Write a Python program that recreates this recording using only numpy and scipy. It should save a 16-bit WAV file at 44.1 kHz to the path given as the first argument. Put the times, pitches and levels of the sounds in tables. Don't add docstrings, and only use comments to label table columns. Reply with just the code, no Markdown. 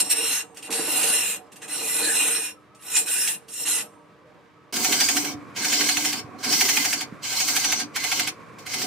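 import sys
import numpy as np
from scipy import signal
from scipy.fft import rfft, irfft
from scipy.io import wavfile

SR = 44100
rng = np.random.default_rng(int(sys.argv[2]) if len(sys.argv) > 2 else 0)


def dump(signal):
    limited = np.clip(np.atleast_2d(signal).T, -1, 1)
    pcm = np.round(limited * 32767).astype(np.int16)
    wavfile.write(sys.argv[1], SR, pcm)


def linear_from_db(decibels):
    return 10 ** (np.asarray(decibels, float) / 20)


N = 390726


def rasp(cut_db, bright_db, spectrum, gouge, ring_db, flutter_db, wander_db):
    size = len(cut_db)
    tear = fibres(size, per_s=12000, spread_db=2.0)
    tear = tear * wobble(size, flutter_db, 20) * wobble(size, 1.0, 147)
    smooth = body(linear_from_db(cut_db - 2.5) * tear, spectrum, gouge, ring_db, wander_db)
    high_pass = signal.butter(1, 5000, "high", fs=SR, output="sos")
    treble = signal.sosfilt(high_pass, smooth)
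    return patchy(smooth + (linear_from_db(bright_db) - 1) * treble, spread_db=0.98)


def fibres(size, per_s, spread_db):
    sizes = linear_from_db(spread_db * np.minimum(rng.exponential(1, size), 5))
    sizes = sizes * rng.choice([-1, 1], size)
    return rms_one(sizes * (rng.random(size) < per_s / SR))


def patchy(x, spread_db):
    out = x.copy()
    for hz in 1500 * 2 ** np.arange(0, 3.4, 1 / 3):
        band_pass = signal.butter(1, [hz / 1.12, hz * 1.12], "band", fs=SR, output="sos")
        out += (wobble(len(x), spread_db, 3.23) - 1) * signal.sosfilt(band_pass, x)
    return out


def cut(t, passes, grip, depth_db_per_s, shallow_s):
    bite_db_per_s, lift_db_per_s = 1499.5, 749
    dust_db, dust_db_per_s = -25.5, 103
    shallow_dull_db = -9
    rest_follows, rest_lag_s, rest_full_db = 0.31, 0.023, -22.5

    touch, lift, touch_db, lift_db, bright_db = np.transpose(passes)[:, :, None]
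    part = np.clip((t - touch) / (lift - touch), 0, 1)
    arch_db = depth_db_per_s * (lift - touch) * np.sqrt(np.sin(np.pi * part).clip(0))
    held = touch_db + (lift_db - touch_db) * part + arch_db
    late = np.maximum(t - lift, 0)
    fall = np.maximum(-lift_db_per_s * late, dust_db - dust_db_per_s * late)
    level = held + fall - bite_db_per_s * np.maximum(touch - t, 0)
    depth = np.clip(np.minimum(t - touch, lift - t) / shallow_s, 0, 1)
    pick = level.argmax(axis=0), np.arange(len(t))
    cut_db = level[pick]

    r = np.exp(-1 / (rest_lag_s * SR))
    load = signal.lfilter([1 - r], [1, -r], linear_from_db(cut_db - rest_full_db), zi=[1.])[0]
    grip_db = np.interp(t, *np.transpose(grip))
    rest_db = grip_db + rest_follows * 20 * np.log10(load + 0.0022)
    return cut_db, (bright_db + shallow_dull_db * (1 - depth))[pick], rest_db


def rib_knocks():
    # first knock in seconds, last in seconds, first, middle and last level in dB.
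    runs = [
        (4.765, 5.247, -12.5, -5, -14),
        (5.5680, 6.128, -20, -7, -12.5),
        (6.448, 7.009, -15, -6.5, -11.5),
        (7.2480, 7.8012, -26.5, -8, -12),
        (7.96, 8.274, -11.5, -8, -12),
        (8.587, 8.8167, -34.5, -18.5, -15),
    ]
    rib_s, t60_s, spread_db = .08, .07, 1.5
    knocks = []
    for first_s, last_s, *arch_db in runs:
        part = np.linspace(0, 1, round((last_s - first_s) / rib_s) + 1)
        level_db = np.polyval(np.polyfit([0, .5, 1], arch_db, deg=2), part)
        level_db += spread_db * rng.standard_normal(len(part))
        knocks += [(first_s + p * (last_s - first_s), db, t60_s) for p, db in zip(part, level_db)]
    return knocks


def catches(t, knocks, rise_s, snap_db, lead_s):
    swell, snaps = np.zeros(len(t)), np.zeros(len(t))
    after = np.arange(SR // 3) / SR
    for s, peak_db, t60_s in knocks:
        at = round((s - lead_s - t[0]) * SR)
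        shape = (1 - np.exp(-after / rise_s)) ** 2 * linear_from_db(peak_db - 60 * after / t60_s)
        swell[at:at + len(after)] += shape[:len(t) - at]
        snaps[at + np.argmax(shape)] = linear_from_db(peak_db + snap_db)
    return swell * fibres(len(t), per_s=8000, spread_db=2.5) + snaps


def knocking(hits, spectrum, gouge, level_db, ring_db, thud_db):
    # mode in Hz, width in Hz, level in dB.
    log_modes = [(745.5, 35, 3), (903, 42, -4), (290.4, 3.7, 4), (243, 29, -14.5)]
    late = np.r_[np.zeros(round(.006 * SR)), hits][:len(hits)]
    thud = resonate(late, log_modes, 1.5)
    crack = body(hits, spectrum, gouge, ring_db, 5.5)
    return linear_from_db(level_db) * crack + linear_from_db(thud_db) * thud


def tool_rest(rest_db, spectrum, modes, ring_db):
    shake = rng.standard_normal(len(rest_db)) * wobble(len(rest_db), 3.05, 24)
    return body(linear_from_db(rest_db) * shake, spectrum, modes, ring_db, 1.67)


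def thumps(t):
    # start in seconds, pitch in Hz, peak in dB.
    bumps = [
        (5.346, 111, -22.5),
        (6.242, 123, -21.5),
        (7.123, 210, -16),
    ]
    out = np.zeros(len(t))
    for s, hz, peak_db in bumps:
        cycles = np.maximum(t - s, 0) * hz
        fade = cycles * np.exp(-1.6 * cycles ** 1.15)
        out += linear_from_db(peak_db + 1.0) * fade * np.sin(2 * np.pi * cycles)
    return out


def drone(size, spectrum, whines, level_db, whine_db):
    noise = rng.standard_normal((2, size)) * wobble(size, .8, 13)
    mid, side = (body(n, spectrum, whines, whine_db, 4.8) for n in noise)
    return linear_from_db(level_db) * np.array([1.05 * mid + 0.45 * side, 1.19 * mid - 0.68 * side])


def motor_tones(t):
    # pitch in Hz, rms level in dB.
    tones = [(301.5, -66), (465.5, -68), (1147, -67), (2293, -78)]
    out = np.zeros(len(t))
    for hz, level_db in tones:
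        gain = np.sqrt(2) * linear_from_db(level_db) * wobble(len(t), 1.475, 2.91)
        out += gain * np.sin(2 * np.pi * hz * t)
    return out


def shed(x, width, tail_db):
    # frequency in Hz, lean to the right in dB.
    lean_right = [(60, -19), (250, -12), (500, -11.5), (900, -11), (8000, -30), (12000, -17)]
    t60_s = 0.14
    side = x
    for lag_s in (.0011, .0023, .0037):
        gap = np.zeros(round(lag_s * SR) - 1)
        side = signal.lfilter(np.r_[-.55, gap, 1], np.r_[1, gap, -.55], side)
    side = colour(side, width) - colour(x, lean_right)
    t = np.arange(SR // 3) / SR
    tails = rng.standard_normal((2, len(t))) * linear_from_db(-60 * t / t60_s) * (t > .006)
    tails = signal.lfilter([.5], [1, -.3], tails / np.sqrt(np.sum(tails[0] ** 2)))
    wet = signal.oaconvolve(x[None], tails, axes=1)[:, :len(x)]
    return np.array([x + side, x - side]) + linear_from_db(tail_db) * wet


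def rms_one(x):
    return x / np.sqrt(np.mean(x ** 2) + 1e-20)


def wobble(size, spread_db, rate_hz):
    hop = 40
    r = np.exp(-2 * hop * np.pi * rate_hz / SR)
    slow = signal.lfilter([1], [1, -2 * r, r * r], rng.standard_normal(size // hop + 1002))[1000:]
    return np.interp(np.arange(size) / hop, np.arange(len(slow)), linear_from_db(spread_db * rms_one(slow)))


def colour(x, points):
    size = 4096
    hz, level_db = np.transpose(points)
    log_hz = np.log(np.arange(size // 2 + 1) * SR / size + 1)
    response_db = np.interp(log_hz, np.log(hz), np.maximum(level_db, -70))
    cepstrum = irfft(response_db * np.log(10) / 20)
    cepstrum[1:size // 2] *= 2
    cepstrum[size // 2 + 1:] = 0
    impulse = irfft(np.exp(rfft(cepstrum)))[:size // 2]
    return signal.oaconvolve(x, impulse)[:len(x)]


def resonate(x, modes, wander_db):
    out = np.zeros(len(x))
    for k, (hz, width_hz, level_db) in enumerate(modes):
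        r = np.exp(-np.pi * width_hz / SR)
        drive = x * linear_from_db(level_db) * wobble(len(x), wander_db, 4.2) + 1e-18
        zeros = [(1 - r * r) / 2, 0, (r * r - 1) / 2]
        poles = [1, -2 * r * np.cos(2 * np.pi * hz / SR), r * r]
        out += (-1) ** k * signal.lfilter(zeros, poles, drive)
    return out


def body(drive, spectrum, modes, ring_db, wander_db):
    def sound(x, db):
        return colour(x, spectrum) + linear_from_db(ring_db) * resonate(x, modes, db)
    return sound(drive, wander_db) / np.std(sound(rng.standard_normal(SR // 2), 0))


def beside_log(t):
    # touch in seconds, lift in seconds, rasp at touch in dB, at lift in dB, extra treble in dB.
    passes = [(0.0, 0.016, -15, -25, 10), (0.042, 0.093, -34, -35.5, 5), (0.101, 0.135, -20, -26.5, 11),
              (0.135, 0.409, -28, -26, -1.5), (0.565, 0.6, -42, -48, -2), (0.627, 0.678, -40, -37.5, -6),
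              (0.713, 0.872, -24, -26, -6.5), (0.845, 1.363, -25.5, -29.5, 0.5),
              (1.622, 1.663, -31, -37, -11), (1.684, 2.386, -35, -25, 0.5), (2.352, 2.502, -26, -32, -1.5),
              (2.793, 2.966, -51, -21, -1.5), (2.95, 3.06, -21.5, -42, 6), (3.061, 3.349, -30.5, -32, 6.5),
              (3.485, 3.66, -54, -39, 14.5), (3.653, 3.805, -24.5, -23.5, 0.5)]
    # time in seconds, level in dB.
    grip = [(0, -40), (0.45, -47), (0.75, -39), (1.0, -36.5), (1.35, -47), (2.25, -39), (2.6, -60),
            (3.0, -46.5), (3.75, -48)]
    # time in seconds, peak in dB.
    snags = [(0.1087, -9), (0.545, -38), (0.5692, -25), (0.624, -24.5), (0.7033, -17.5), (0.7237, -12.5),
             (1.0285, -6.5), (1.073, -19), (1.5178, -31.5), (1.558, -31.5), (1.6162, -32), (1.679, -25),
             (2.747, -38), (2.8218, -34), (2.8603, -39), (2.9624, -4), (3.0792, -13), (3.2735, -8),
             (3.482, -30), (3.5268, -41), (3.671, -11), (3.8058, -22.5)]
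    # frequency in Hz, level in dB.
    rasp_colour = [(530, -22.5), (900, -5.5), (1700, -5), (2800, 0), (3300, -5.5), (4050, -1), (4800, -17),
                   (6150, -8), (8400, 2), (11000, -6.5), (13900, -8), (15600, -15)]
    knock_colour = [(600, -39), (1500, -5), (2800, 3), (5000, -3), (8500, 1.5), (12000, -18), (15700, -10)]
    rest_colour = [(24, -74), (40, -50.5), (190, -8), (236, -17), (297, 1.5), (381, -6.5), (444, 0.5),
                   (674, -3), (1600, -17.5), (2080, -41.5), (3520, -120)]
    drone_colour = [(15, -82), (25, -64), (69, -9.5), (173, -4), (198, -11.5), (399, -9), (509, -16),
                    (848, -18.5), (919, -12), (1170, -14.5), (1410, -14.5), (1570, -13), (15500, -47.5)]
    # frequency in Hz, level in dB.
    soft_colour = [(3900, -1), (4700, -0.5), (5300, -1)]
    # frequency in Hz, width in Hz, level in dB.
    gouge_modes = [(1480, 49, -12), (1690, 110, -11), (2000, 33, -12), (2460, 42, -6), (2770, 50, -5),
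                   (4130, 150, -11), (4590, 85, -17), (5050, 56, -14), (5560, 50, -4), (5860, 35, -13),
                   (6440, 92, -11), (7180, 140, -7), (7390, 75, -7), (7600, 26, -8), (8140, 23, -5),
                   (8400, 94, 0), (8630, 39, -1), (9490, 53, -4), (10000, 69, -3), (10200, 41, -4),
                   (10500, 23, -11), (10700, 31, -10), (11100, 39, -6), (11400, 41, -7), (11700, 44, -11),
                   (12600, 100, -16), (13600, 140, -15)]
    rest_modes = [(194, 21, -11), (264.6, 9.2, -6), (300.9, 4, 0.5), (458, 21, 0), (733.4, 19, -6)]
    whines = [(210, 9.8, -2), (512, 23, 1), (603, 20, 0), (940, 12, 0), (1024, 12, -0.5), (1292, 26, 2)]
    # frequency in Hz, side against mid in dB.
    image_width = [(60, -3.5), (110, -6.5), (200, -16.5), (380, -39), (700, -16.5), (1290, -7), (2380, -13),
                   (4400, -1.5), (8120, 0), (15000, 1.5)]

    cut_db, bright_db, rest_db = cut(t, passes, grip, depth_db_per_s=10, shallow_s=0.047)
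    knocks = [(s, peak_db, .14) for s, peak_db in snags]
    hits = catches(t, knocks, rise_s=0.00097, snap_db=11.0, lead_s=0.0008)
    work = rasp(cut_db, bright_db, rasp_colour, gouge_modes, ring_db=14.0, flutter_db=0.55, wander_db=4)
    work += knocking(hits, knock_colour, gouge_modes, level_db=-14, ring_db=8, thud_db=-11)
    work = colour(work, soft_colour)
    work += tool_rest(rest_db, rest_colour, rest_modes, ring_db=8)
    motor = drone(len(t), drone_colour, whines, level_db=-57, whine_db=-5.5)
    return shed(work, image_width, tail_db=-4) + motor + motor_tones(t)


def near_motor(t):
    # touch in seconds, lift in seconds, rasp at touch in dB, at lift in dB, extra treble in dB.
    passes = [
        (4.651, 5.325, -33, -35.5, 4.6),
        (5.562, 6.202, -31.5, -34.5, 3.3),
        (6.389, 6.422, -44, -41, 6.1),
        (6.431, 7.034, -28.5, -36, 3.6),
        (7.23, 7.83, -31.5, -32.5, 1.1),
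        (7.95, 8.288, -32.5, -30.5, 1),
        (8.587, 8.641, -53, -55.5, 7.6),
        (8.662, 8.718, -38, -31, 5),
        (8.704, 8.993, -32, -40, 2.7),
    ]
    # time in seconds, level in dB.
    grip = [(4.73, -34.5), (5.5, -38), (6.7, -37.5), (7.3, -51.5), (7.8, -40.5), (8.05, -50.5),
            (8.25, -42.5), (8.7, -47.5), (8.86, -29.5)]
    # frequency in Hz, level in dB.
    rasp_colour = [(500, -22.5), (900, -2.5), (1600, -11.5), (2400, -1), (3400, -3), (4700, -0.5),
                   (5700, -5), (8000, -1), (10500, -8.5), (13500, -13.5), (15600, -5)]
    knock_colour = [(500, -22), (900, -7), (1600, 4.5), (2400, 7.5), (4500, -2.5), (8500, -2),
                    (15700, -11.5)]
    rest_colour = [(40, -38.5), (120, -15.5), (288, 0), (418, 1), (520, -31.5), (1000, -13), (1600, -25.5),
                   (2500, -61.5)]
    drone_colour = [(25, -45), (110, -0.5), (300, -8), (520, -6), (830, -17), (1080, -5.5), (1800, -14.5),
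                    (2400, -15), (2800, -24.5), (4500, -29.5), (8000, -34.5), (15500, -47)]
    # frequency in Hz, width in Hz, level in dB.
    gouge_modes = [(1580, 98, -7), (2060, 47, -1), (2260, 33, -3), (2450, 20, -5), (3080, 160, -11),
                   (3590, 39, -6), (4200, 100, -7), (4550, 160, -4), (4800, 79, -4), (5460, 42, 0),
                   (5790, 81, -4), (6140, 76, -3), (6570, 52, -5), (6890, 94, -4), (7640, 35, -6),
                   (8190, 130, -6), (8850, 32, -9), (11400, 39, -16), (11900, 58, -16), (13800, 150, -13)]
    rest_modes = [(236, 11.7, -8), (295.1, 7.6, 6), (409, 42, -5.5), (748, 25, -5.5)]
    whines = [(474, 2.4, -32), (1110, 15, -5.5), (1067, 6, -18)]
    # frequency in Hz, side against mid in dB.
    image_width = [(60, -17), (150, -30.5), (380, -33), (950, -5.5), (2380, -6), (5980, 1.5), (15000, -2)]
    swell_db, swell_s = 3.5, 0.0081

    cut_db, bright_db, rest_db = cut(t, passes, grip, depth_db_per_s=12.5, shallow_s=.12)
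    ribs = rib_knocks()
    rib_s = np.array([s for s, _, _ in ribs])
    nearest = np.searchsorted((rib_s[1:] + rib_s[:-1]) / 2, t)
    cut_db = cut_db + swell_db * np.exp(-((t - rib_s[nearest]) / swell_s) ** 2)
    hits = catches(t, ribs, rise_s=0.0045, snap_db=10.5, lead_s=0.0045)
    work = rasp(cut_db, bright_db, rasp_colour, gouge_modes, ring_db=11.0, flutter_db=1.22, wander_db=2.5)
    work += knocking(hits, knock_colour, gouge_modes, level_db=-5.0, ring_db=2.0, thud_db=6)
    work += tool_rest(rest_db, rest_colour, rest_modes, ring_db=6.0) + thumps(t)
    motor = drone(len(t), drone_colour, whines, level_db=-47, whine_db=4.5)
    return shed(work, image_width, tail_db=-5.0) + motor + linear_from_db(6.5) * motor_tones(t)


def scene():
    move_s, fade_out_s, fade_in_s = 4.724, 0.0083, 0.0016
    t = np.arange(N) / SR
    before, after = t[t < move_s], t[t >= move_s]
    first = beside_log(before) * np.clip((move_s - before) / fade_out_s, 0, 1)
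    second = near_motor(after) * np.clip((after - move_s) / fade_in_s, 0, 1)
    return np.hstack([first, second])


def band_limit(x):
    return signal.sosfilt(signal.butter(12, 15770, fs=SR, output="sos"), x)


def record(dry):
    low_cut = signal.butter(2, 77, "high", fs=SR, output="sos")
    top_cut = signal.cheby2(10, 50, 16300, fs=SR, output="sos")
    mix = signal.sosfilt(top_cut, signal.sosfilt(low_cut, dry))
    return band_limit(mix)


dry = scene()
out = record(dry)
dump(out)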